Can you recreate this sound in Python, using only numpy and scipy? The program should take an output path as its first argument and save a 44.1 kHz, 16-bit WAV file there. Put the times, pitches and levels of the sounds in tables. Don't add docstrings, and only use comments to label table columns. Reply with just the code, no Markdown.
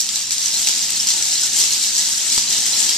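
import sys
import numpy as np
from scipy import signal
from scipy.fft import rfft, irfft, next_fast_len
from scipy.io import wavfile

SR = 44100
rng = np.random.default_rng(int(sys.argv[2]) if len(sys.argv) > 2 else 0)


def digitize_waveform(pressure):
    field = np.atleast_2d(pressure).T
    bounded = np.clip(field, -1, 1)
    quanta = np.round(bounded * 32767).astype(np.int16)
    wavfile.write(sys.argv[1], SR, quanta)


N = 130977

# (frequency [Hz], gain [dB])
RUMBLE_SPECTRUM = [(25, -19), (60, -10), (120, 0.5), (200, 2), (400, -8), (1000, -7), (8000, -31)]
# (frequency [Hz], rms level [dB])
HUM_LINES = [(120, -56.5), (222, -55), (259, -67)]
# (frequency [Hz], T60 [s])
ROOM_DECAY = [(200, 0.48), (4000, 0.34), (8000, 0.23), (13000, 0.14)]
# (time [s], left peak level [dB])
DULL_POPS = [(.695, -15), (2.3785, -11), (2.3794, -8), (2.3816, -12.5), (2.589, -17)]
# (time [s], frequency [Hz], level [dB])
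FLIGHT_PINGS = [(0.539, 4030, -16.5), (.562, 4230, -15.5), (.962, 4260, -17.5), (0.999, 5460, -16.5),
                (1.104, 4177, -14.5), (1.320, 5320, -19), (1.355, 4100, -17), (1.709, 4300, -23),
                (2.476, 4050, -17), (2.530, 4060, -22), (2.590, 4120, -23), (2.732, 4050, -15)]
# (frequency [Hz], gain [dB])
WOOD_SPECTRUM = [(30, -40), (90, -42), (200, -15), (300, -19.5), (380, -15.5), (530, -25.5), (650, -20),
                 (850, -19), (1200, -21), (2000, -14), (3000, -8), (4100, -0.97), (5000, -1), (7000, -2.5),
                 (10000, -8.5), (14000, -16.5)]
# (time [s], relative level [dB])
HARD_LANDINGS = [(.004, 0), (.012, -4), (0.066, -6), (0.09, 0), (.158, -1.5), (.308, 0), (.320, 1),
                 (.382, -3), (.451, -9), (.459, -3), (.617, -1), (0.648, -3.5), (0.6713, 4.5), (0.6741, 0),
                 (.687, 1), (.826, -4), (.905, 1.5), (.944, -42), (0.964, -20), (1.071, 2), (1.088, 0.5),
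                 (1.104, -1.5), (1.225, -4), (1.321, -6.5), (1.434, 2), (1.541, -11), (1.587, -3),
                 (1.606, -8), (1.707, -6), (1.811, -5), (1.993, -8), (2.088, 0), (2.378, 3), (2.381, -4),
                 (2.657, -1), (2.664, -0.5), (2.793, -7), (2.803, -6), (2.894, 3)]
# (time [s], relative level [dB])
CLATTER_ENVELOPE = [(0.01, -19), (0.04, -25), (0.17, -21.5), (0.29, -25.5), (0.33, -19.5), (0.36, -24.5),
                    (0.46, -18.5), (0.5, -22), (0.54, -18.5), (0.66, -20.5), (0.67, -18.5), (0.76, -20),
                    (1.06, -21), (1.09, -18.5), (1.16, -20.5), (1.46, -19), (1.49, -22.5), (1.6, -15.5),
                    (1.7, -21), (1.71, -16.5), (1.81, -22), (1.81, -17), (1.91, -21.5), (1.99, -16),
                    (2.01, -19.5), (2.28, -19.5), (2.36, -17.5), (2.47, -23.5), (2.5, -17.5), (2.65, -20.5),
                    (2.66, -16.5), (2.69, -20), (2.8, -17), (2.88, -19.5), (2.89, -16.5), (2.96, -22)]
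# (time [s], gain [dB])
BODY_ENVELOPE = [(0, -8), (.3, -5), (.55, 0), (1.2, 0), (1.8, -5.5), (2.3, -1.5), (2.65, 2), (2.95, -1)]
# (frequency [Hz], gain [dB])
LEFT_RESPONSE = [(4000, -.5), (6000, 1.5), (6700, 4.5), (7500, 11.5), (8200, 8), (9000, 3), (10500, 1),
                 (14000, 4)]
# (frequency [Hz], gain [dB])
RIGHT_RESPONSE = [(4000, 1.5), (5000, 3.5), (6050, 9.5), (6700, 3.5), (7500, -1), (8200, -1.5), (10000, -9),
                  (12000, -14), (14000, -32.5)]

RUMBLE_DB, RUMBLE_SIDE_DB = -53, -5
HUM_WAVER, HUM_START_DB, HUM_RISE_S = .28, -5.5, .5
ROOM_SEND_DB, ROOM_DELAY_S = (-.5, 2.1), .003
ROOM_COHERENCE, COHERENCE_HZ = .67, 3070
POP_CORNER_HZ, POP_RIGHT_DB = 1700, -22
PING_T60_S = .074
HIT_SAMPLES, FIRST_MODE_HZ, RING_T60_CYCLES = 1536, (199.4, 382), 100
MODE_TILT, MODE_SPREAD_DB = .72, 3
LEFT_LAG_S, LAG_SPREAD_S = 30e-6, 28e-6
HARD_DB, HARD_FADE_DB, HARD_HIGHPASS_HZ = 11, -2, 1090
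STICKS_PER_S, STRENGTH_DB, CLATTER_TRIM_DB = 360, (-4.5, 3.5), -4
FIRST_FLIGHT_S, RESTITUTION = (.0035, .07), .68
BODY_HZ, TREBLE_HZ, TREBLE_FADE_DB = 696, 8550, -3.5
PAN_DB = (.24, 2)
CUTOFF_HZ = 14300


def amp(db):
    return 10 ** (np.asarray(db) / 20)


def unit(x):
    return x / np.sqrt(np.sum(x ** 2, axis=-1, keepdims=True) + 1e-20)


def band(x, hz, kind):
    return signal.sosfilt(signal.butter(1, hz, kind, fs=SR, output="sos"), x)


def colour(x, points):
    size = next_fast_len(N + SR // 10) * 2
    hz, db = np.transpose(points)
    bin_hz = np.arange(size // 2 + 1) * SR / size
    log_gain = np.log(amp(np.interp(np.log(bin_hz + 1), np.log(hz), db)))
    cepstrum = irfft(log_gain)[:size // 2]
    cepstrum[1:] *= 2
    return irfft(rfft(x, size) * np.exp(rfft(cepstrum, size)))[..., :N]


def add(out, at_s, sound):
    start = int(at_s * SR)
    if 0 <= start < N:
        out[:, start:start + sound.shape[-1]] += sound[..., :N - start]


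def rumble():
    mid, side = unit(colour(rng.standard_normal((2, N)), RUMBLE_SPECTRUM)) * np.sqrt(N) * amp(RUMBLE_DB)
    return mid + amp(RUMBLE_SIDE_DB) * side * [[1], [-1]]


def appliance_hum():
    out, t = np.zeros(N), np.arange(N) / SR
    rise_db = np.interp(t, [0, HUM_RISE_S], [HUM_START_DB, 0])
    for hz, db in HUM_LINES:
        waver = 1 + HUM_WAVER * np.interp(t, np.linspace(0, t[-1], 20), rng.standard_normal(20))
        out += np.sqrt(2) * amp(db + rise_db) * waver * np.sin(2 * np.pi * (hz * t + rng.random()))
    return out


def basement(x, bands=20):
    edges_hz = np.geomspace(100, 16000, bands + 1)
    white, wet = rng.standard_normal((2, 2, N)), np.zeros((2, N))
    sent = x.mean(axis=0) * amp(np.linspace(*ROOM_SEND_DB, N))
    for k, (low, high) in enumerate(zip(edges_hz, edges_hz[1:])):
        sos = signal.butter(2, [low, high], "band", fs=SR, output="sos")
        centre_hz = np.sqrt(low * high)
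        t60_s = np.interp(centre_hz, *np.transpose(ROOM_DECAY))
        retained = 1e-6 ** (1 / (SR * t60_s))
        energy = signal.lfilter([1 - retained], [1, -retained], signal.sosfilt(sos, sent) ** 2)
        mid, side = unit(signal.sosfilt(sos, white[k % 2])) * np.sqrt(N / 2)
        coherence = ROOM_COHERENCE / (1 + (centre_hz / COHERENCE_HZ) ** 4)
        diffuse = mid * np.sqrt(1 + coherence) + side * np.sqrt(1 - coherence) * [[1], [-1]]
        add(wet, ROOM_DELAY_S, np.sqrt(energy) * diffuse)
    return wet


def pops():
    out, t = np.zeros((2, N)), np.arange(HIT_SAMPLES) / SR
    phase = 2 * np.pi * POP_CORNER_HZ * t
    for at_s, db in DULL_POPS:
        add(out, at_s, amp(db) * phase * np.exp(1 - phase))
    return out * amp([[0], [POP_RIGHT_DB]])


def pings():
    out, t = np.zeros((2, N)), np.arange(SR // 10) / SR
    for at_s, hz, db in FLIGHT_PINGS:
        add(out, at_s, amp(db - 60 * t / PING_T60_S) * np.sin(2 * np.pi * hz * t))
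    return out


def stick(crack_decay_s, crack_db, count=1):
    t = np.arange(HIT_SAMPLES) / SR
    mode_hz = rng.uniform(*FIRST_MODE_HZ) * (np.arange(3, 25, 2) / 3) ** 2
    weights = rng.standard_normal((count, len(mode_hz))) * mode_hz ** MODE_TILT * (mode_hz < CUTOFF_HZ)
    weights *= amp(MODE_SPREAD_DB * rng.standard_normal(weights.shape))
    cycles = mode_hz[:, None] * t
    modes = np.sin(2 * np.pi * cycles) * amp(-60 * cycles / RING_T60_CYCLES)
    ring = weights @ modes * (1 - t / t[-1])
    crack = rng.standard_normal((count, HIT_SAMPLES)) * np.exp(-t / crack_decay_s)
    hits = unit(unit(ring) + amp(crack_db) * unit(crack))
    lag = round((LEFT_LAG_S + rng.normal() * LAG_SPREAD_S) * SR)
    left, right = np.roll(hits, max(lag, 0), axis=1), np.roll(hits, max(-lag, 0), axis=1)
    return np.stack([left, right], axis=1)


def hard_hits():
    out = np.zeros((2, N))
    for at_s, db in HARD_LANDINGS:
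        gain = amp(db + HARD_DB + HARD_FADE_DB * at_s * SR / N)
        add(out, at_s, gain * stick(crack_decay_s=.0011, crack_db=1)[0])
    return band(colour(out, WOOD_SPECTRUM), HARD_HIGHPASS_HZ, "high")


def clatter():
    out, t = np.zeros((2, N)), np.arange(N) / SR
    for due_s in np.arange(-FIRST_FLIGHT_S[1], N / SR, 1 / STICKS_PER_S):
        at_s = due_s + rng.random() / STICKS_PER_S
        strength = amp(rng.uniform(*STRENGTH_DB))
        flight_s = rng.uniform(*FIRST_FLIGHT_S)
        for bounce, hit in enumerate(stick(crack_decay_s=.00086, crack_db=-3, count=4)):
            add(out, at_s, hit * strength * RESTITUTION ** bounce)
            at_s += flight_s * RESTITUTION ** bounce
    level_db = np.interp(t, *np.transpose(CLATTER_ENVELOPE))
    out = unit(colour(out, WOOD_SPECTRUM)) * np.sqrt(N) * amp(level_db + CLATTER_TRIM_DB)
    treble = amp(level_db - level_db.mean() + TREBLE_FADE_DB * t / t[-1])
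    body = amp(np.interp(t, *np.transpose(BODY_ENVELOPE)))
    return out + (treble - 1) * band(out, TREBLE_HZ, "high") + (body - 1) * band(out, BODY_HZ, "low")


def scene():
    background = rumble() + appliance_hum()
    sticks = hard_hits() + clatter()
    pan = amp(np.linspace(*PAN_DB, N) * [[.5], [-.5]])
    return background + pops() + (sticks + basement(sticks) + pings()) * pan


def record(dry):
    heard = np.array([colour(dry[0], LEFT_RESPONSE), colour(dry[1], RIGHT_RESPONSE)])
    lowpass = signal.ellip(12, .2, 70, CUTOFF_HZ, fs=SR, output="sos")
    return signal.sosfilt(lowpass, np.clip(heard, -1, 1))


dry = scene()
out = record(dry)
digitize_waveform(out)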